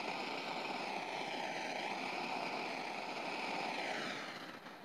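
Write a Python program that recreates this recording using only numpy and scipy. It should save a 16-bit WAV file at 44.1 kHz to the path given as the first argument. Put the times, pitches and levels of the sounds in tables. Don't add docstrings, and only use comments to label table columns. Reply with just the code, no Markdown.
import sys
import numpy as np
from scipy import signal
from scipy.io import wavfile
from scipy.ndimage import uniform_filter1d, map_coordinates

SR = 44100
rng = np.random.default_rng(int(sys.argv[2]) if len(sys.argv) > 2 else 0)


def output_pcm(signal):
    pcm = np.clip(np.atleast_2d(signal).T, -1, 1) * 32767
    wavfile.write(sys.argv[1], SR, np.round(pcm).astype(np.int16))


def nominal_scale(level):
    x = np.asarray(level, float) / 20
    return 10 ** x


N = 213836
FRAME = 1024

# time_s, lift_ms, sway_ms
TORCH_PATH = [(0.0, 0.0046, -0.0015), (0.4, -0.057, 0.0079), (0.78, -0.032, 0.0074), (0.99, 0.058, -0.0099),
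              (1.21, 0.1, -0.016), (1.45, 0.22, 0.004), (1.69, 0.25, 0.011), (1.81, 0.21, -0.014),
              (1.94, 0.03, 0.0094), (2.15, -0.02, -0.0076), (2.6, -0.021, -0.0049), (2.7, 0.022, 0.0014),
              (2.9, 0.055, 0.0021), (3.0, -0.002, 0.00077), (3.65, -0.0089, 0.0067), (3.8, 0.12, -0.0093),
              (3.97, 0.33, -0.024), (4.85, 0.74, 0.005)]
# time_s, share_gone (0-1)
LEAVING = [
    (3.72, 0.01),
    (4.01, 0.97),
]
CARRIED_S = 4.061


def along(points, hz):
    point_hz, value = np.transpose(points)
    return np.interp(np.log(hz + 1), np.log(point_hz + 1), value)


def curves(rows, t):
    time_s, *columns = np.transpose(rows)
    return [np.interp(t, time_s, column) for column in columns]


def wobble(rate_hz):
    knots = rng.standard_normal(int(N * rate_hz / SR) + 4)
    return map_coordinates(knots, [np.arange(N) * rate_hz / SR])


def shaped(x, response):
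    hz, t, spectrum = signal.stft(x, SR, nperseg=FRAME, noverlap=FRAME * 3 // 4)
    gain = response(hz[:, None], t) * np.ones(spectrum.shape)
    gain /= np.sqrt(np.mean(np.abs(gain) ** 2, axis=0))
    return signal.istft(spectrum * gain, SR, nperseg=FRAME, noverlap=FRAME * 3 // 4)[1][:N]


def shop():
    # freq_hz, density_db
    room_db = [(88, -30), (150, 0), (554, -11), (701, 3), (1720, -27), (1950, -16), (2500, -17),
               (3250, -53), (5500, -120)]
    tone = shaped(rng.standard_normal(N), lambda hz, t: nominal_scale(along(room_db, hz)))
    return nominal_scale(-65) * tone


def walls(x, count, first_ms, last_ms, fall_db):
    at = np.arange(N)
    lift = curves(TORCH_PATH, at / SR)[0] * SR / 1000
    place, share, size = rng.random((count, 3)).T
    lag = (first_ms + (last_ms - first_ms) * place) * SR / 1000
    size = (2 * size - 1) * nominal_scale(-fall_db * place)
    echoes = 0
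    for gain, delay, lift_share in zip(size, lag, share):
        moving_delay = delay + 3 * (2 * lift_share - 1) * lift
        echoes = echoes + gain * np.interp(at - moving_delay, at, x)
    return echoes / np.linalg.norm(size)


def jet(flicker):
    # time_s, level_db
    hiss_db = [
        (0, -81),
        (1, -81),
        (2, -80),
        (3, -81),
        (4.05, -80),
        (4.25, -79),
        (4.4, -75),
        (4.6, -78),
        (4.85, -78),
    ]
    # freq_hz, density_db
    colour_db = [(2000, -24), (5000, -18), (8000, -14), (11400, -10.5), (12200, -6), (12900, -13),
                 (15600, -24)]

    def colour(hz, t):
        return nominal_scale(along(colour_db, hz) - 60 * (hz < 1500))

    hiss = shaped(flicker ** 0.54 * rng.standard_normal(N), colour)
    return nominal_scale(curves(hiss_db, np.arange(N) / SR)[0]) * hiss


def echo(hz, ms, gain, loss_db):
    return gain * nominal_scale(loss_db * hz / 10000) * np.exp(-2j * np.pi * hz * ms / 1000)


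def paths(hz, t):
    # delay_ms, lift_share, sway_share, gain, loss_db_per_10khz
    brick_echoes = [(0.138, 0.44, 1, -0.083, 1.5), (0.234, 1.026, 0.8, 0.11, -12.06),
                    (0.356, 0.91, 0.5, -0.17, -5.5), (0.357, 0.055, 2.3, 0.078, 3),
                    (0.424, 0.11, 1.6, 0.17, 2.5), (0.473, 1.452, 2.394, 0.043, -10.772),
                    (0.531, 0.93, -1.2, -0.51, -14), (0.674, 0.91, 0.3, -0.39, -13.5),
                    (0.843, 0.99, 1, 0.081, 5), (1.037, 0.978, -2.5, 0.1, -4),
                    (1.046, 0.2, -0.141, -0.38, -17), (1.167, 0.75, -4, 0.17, -18.929),
                    (1.85, 0.77, -0.5, -0.58, -71)]
    # time_s, lasting_s, delay_ms, gain, loss_db_per_10khz
    dwelt_spots = [
        (0.425, 0.56, 1.91, 0.063, 0.3),
        (0.483, 0.35, 1.683, 0.12, -14),
        (0.522, 0.33, 0.263, 0.14, 5),
        (1.555, 0.502, 1.83, -0.12, -11),
        (1.831, 1.65, 1.416, -0.081, -5),
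        (2.687, 0.15, 0.357, 0.18, 0.7),
        (2.754, 0.27, 0.325, -0.22, -4),
        (2.843, 2.3, 0.14, 0.1, -1),
        (3.322, 0.48, 0.9, -0.057, -4.0),
    ]
    # time_s, lasting_s, delay_ms, growth_ms_per_s, gain
    passed_surfaces = [(1.202, 0.46, 0.396, 0.38, -0.13), (3.92, 0.32, 0.434, 0.099, 0.11),
                       (3.961, 0.275, 0.162, 0.56, 0.11), (4.005, 0.18, 0.853, 0.81, -0.25),
                       (4.032, 0.12, 0.71, 1.7, 0.14), (4.039, 0.303, 0.21, 0.19, -0.121),
                       (4.089, 0.13, 0.578, 0.026, 0.249), (4.149, 0.24, 0.86, 0.457, -0.0044),
                       (4.197, 0.31, 1.386, 0.376, 0.24), (4.23, 0.112, 1.25, -0.34, -0.11),
                       (4.268, 0.77, 1.68, -0.066, 0.091), (4.294, 0.23, 0.785, 0.4, -0.43),
                       (4.357, 0.33, 0.71, -0.09, 1), (4.644, 0.62, 0.363, 0.0074, -0.24)]
    soft_db = -100
    lift_ms, sway_ms = curves(TORCH_PATH, t)
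    near = 1 - curves(LEAVING, t)[0]

    def close(time_s, lasting_s):
        return np.exp(-((t - time_s) / lasting_s) ** 2)

    brick = dwelt = passed = 0
    for ms, up, aside, gain, loss_db in brick_echoes:
        brick = brick + echo(hz, ms + up * lift_ms + aside * sway_ms, gain * near, loss_db)
    for time_s, lasting_s, ms, gain, loss_db in dwelt_spots:
        dwelt = dwelt + echo(hz, ms, gain * close(time_s, lasting_s), loss_db)
    for time_s, lasting_s, ms, growth, gain in passed_surfaces:
        moving_ms = ms + growth * (t - time_s)
        passed = passed + echo(hz, moving_ms, gain * close(time_s, lasting_s), soft_db * ms * gain ** 2)
    return 1 + 1.1 * brick + 1.3 * (dwelt + passed)


def patches(shape, depth_db):
    field = rng.standard_normal(shape)
    field = uniform_filter1d(field, size=40, axis=0)
    field = uniform_filter1d(field, size=4, axis=1)
    return nominal_scale(depth_db * field / field.std())


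def falters(t):
    # time_s, dip_db, rebound_db
    chokes = [(0.16, 0.5, 0.2), (0.43, 1.5, 1), (1.05, 2.5, -1.5), (1.25, 1, -0.7), (1.48, 1, -1),
              (1.75, 2.5, 0.5), (2.39, 1.5, 1), (3.01, 0.5, -1.5), (3.94, 0.5, -1), (4.62, 4.5, 3.5),
              (4.81, 3, 4)]
    choke_s, catch_s = 0.027, 0.046

    def bump(time_s):
        return np.exp(-((t - time_s) / choke_s) ** 2)

    return sum(up_db * bump(time_s + catch_s) - dip_db * bump(time_s) for time_s, dip_db, up_db in chokes)


def brightness(t):
    on_brick_db, lift_db_per_ms, dull_db_per_s = -0.34, 3, 3.5
    left_dull = 0.74
    choke_dull = 0.089
    lifted_db = lift_db_per_ms * curves(TORCH_PATH, t)[0] * (1 - left_dull * curves(LEAVING, t)[0])
    carried_db = dull_db_per_s * np.clip(t - CARRIED_S, 0, None)
    return on_brick_db + lifted_db + choke_dull * falters(t) - carried_db


def strength(t):
    flame_db, swell_db = -41.5, 0.5
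    fade_db_per_s, fade_s = 20.5, 0.56
    fade_db = fade_db_per_s * np.clip(t - CARRIED_S, 0, fade_s)
    return flame_db + swell_db * wobble(5.125) + falters(t) - fade_db


def flame():
    # time_s, slow_db, fast_db
    flicker_depth = [
        (0, 0.4, 1.22),
        (4.1, 0.34, 1.02),
        (4.85, 1.3, 1.1),
    ]
    # freq_hz, density_db
    roar_db = [(125.0, -12.5), (180.0, -3), (330.0, 0), (550.0, -3), (800.0, 1.5), (1100.0, -10),
               (1600.0, -5.5), (2400.0, -5.5), (4000.0, -13), (5500.0, -17.5), (7500.0, -37), (9500.0, -33),
               (12000.0, -43), (14600.0, -47)]
    # freq_hz, width_hz, lift_db
    resonances = [(257, 17, 0.5), (329, 32, 0.5), (624, 15, 2), (926, 120, 4.5), (1294, 99, 5.5),
                  (1950, 51, 3.5), (2396, 330, 3.5), (3080, 76, 4), (2950, 120, 1), (3865, 113, 6),
                  (4150, 270, 6), (4930, 270, 3.5), (5140, 70, -2.5), (6220, 590, 5.5), (7080, 940, 6),
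                  (8320, 270, 5.5), (8700, 350, 3.5), (9450, 760, 5), (12151, 152, 4), (13900, 500, 0)]
    t = np.arange(N) / SR
    slow_db, fast_db = curves(flicker_depth, t)
    surge_db = slow_db * wobble(55) + fast_db * wobble(110) + 1.3 * wobble(500)
    swell_db = uniform_filter1d(surge_db, size=SR // 16)
    flicker = nominal_scale(surge_db - swell_db)
    burning = flicker * rng.standard_normal(N) / np.sqrt(np.mean(flicker ** 2))

    def colour(hz, t):
        tilt_db = brightness(t) * np.log2((hz + 1) / 1000)
        below_db = -14 * np.clip(np.log2(125 / (hz + 1)), 0, 4)
        above_db = -6 * np.clip(np.log2((hz + 1) / 14600), 0, 4)
        body_db = sum(lift_db / (1 + (2 * (hz - centre_hz) / width_hz) ** 2)
                      for centre_hz, width_hz, lift_db in resonances)
        level = nominal_scale(along(roar_db, hz) + tilt_db + below_db + above_db + body_db)
        return level * paths(hz, t) * patches((len(hz), len(t)), depth_db=0.68)

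    return nominal_scale(strength(t)) * shaped(burning, colour), flicker


def scene():
    roar, flicker = flame()
    scatter = walls(roar, count=40, first_ms=2.5, last_ms=40, fall_db=14.5)
    scatter = signal.sosfilt(signal.butter(1, 700, "high", fs=SR, output="sos"), scatter)
    return (roar + nominal_scale(-8.5) * scatter + jet(flicker) + shop())[None]


def low_pass(x):
    return signal.sosfilt(signal.butter(12, 15620, fs=SR, output="sos"), x)


def record(dry):
    whine_hz = [3978, 4643, 5539]
    dry = signal.sosfilt(signal.butter(3, 120, "high", fs=SR, output="sos"), dry)
    rumble = signal.lfilter([0.01], [1, -0.99], rng.standard_normal(dry.shape))
    dry = dry + nominal_scale(-74) * rumble
    for hz in whine_hz:
        dry = signal.lfilter(*signal.iirnotch(hz, hz / 45, SR), dry)
    return low_pass(dry - 0.0003)


dry = scene()
out = record(dry)
output_pcm(out)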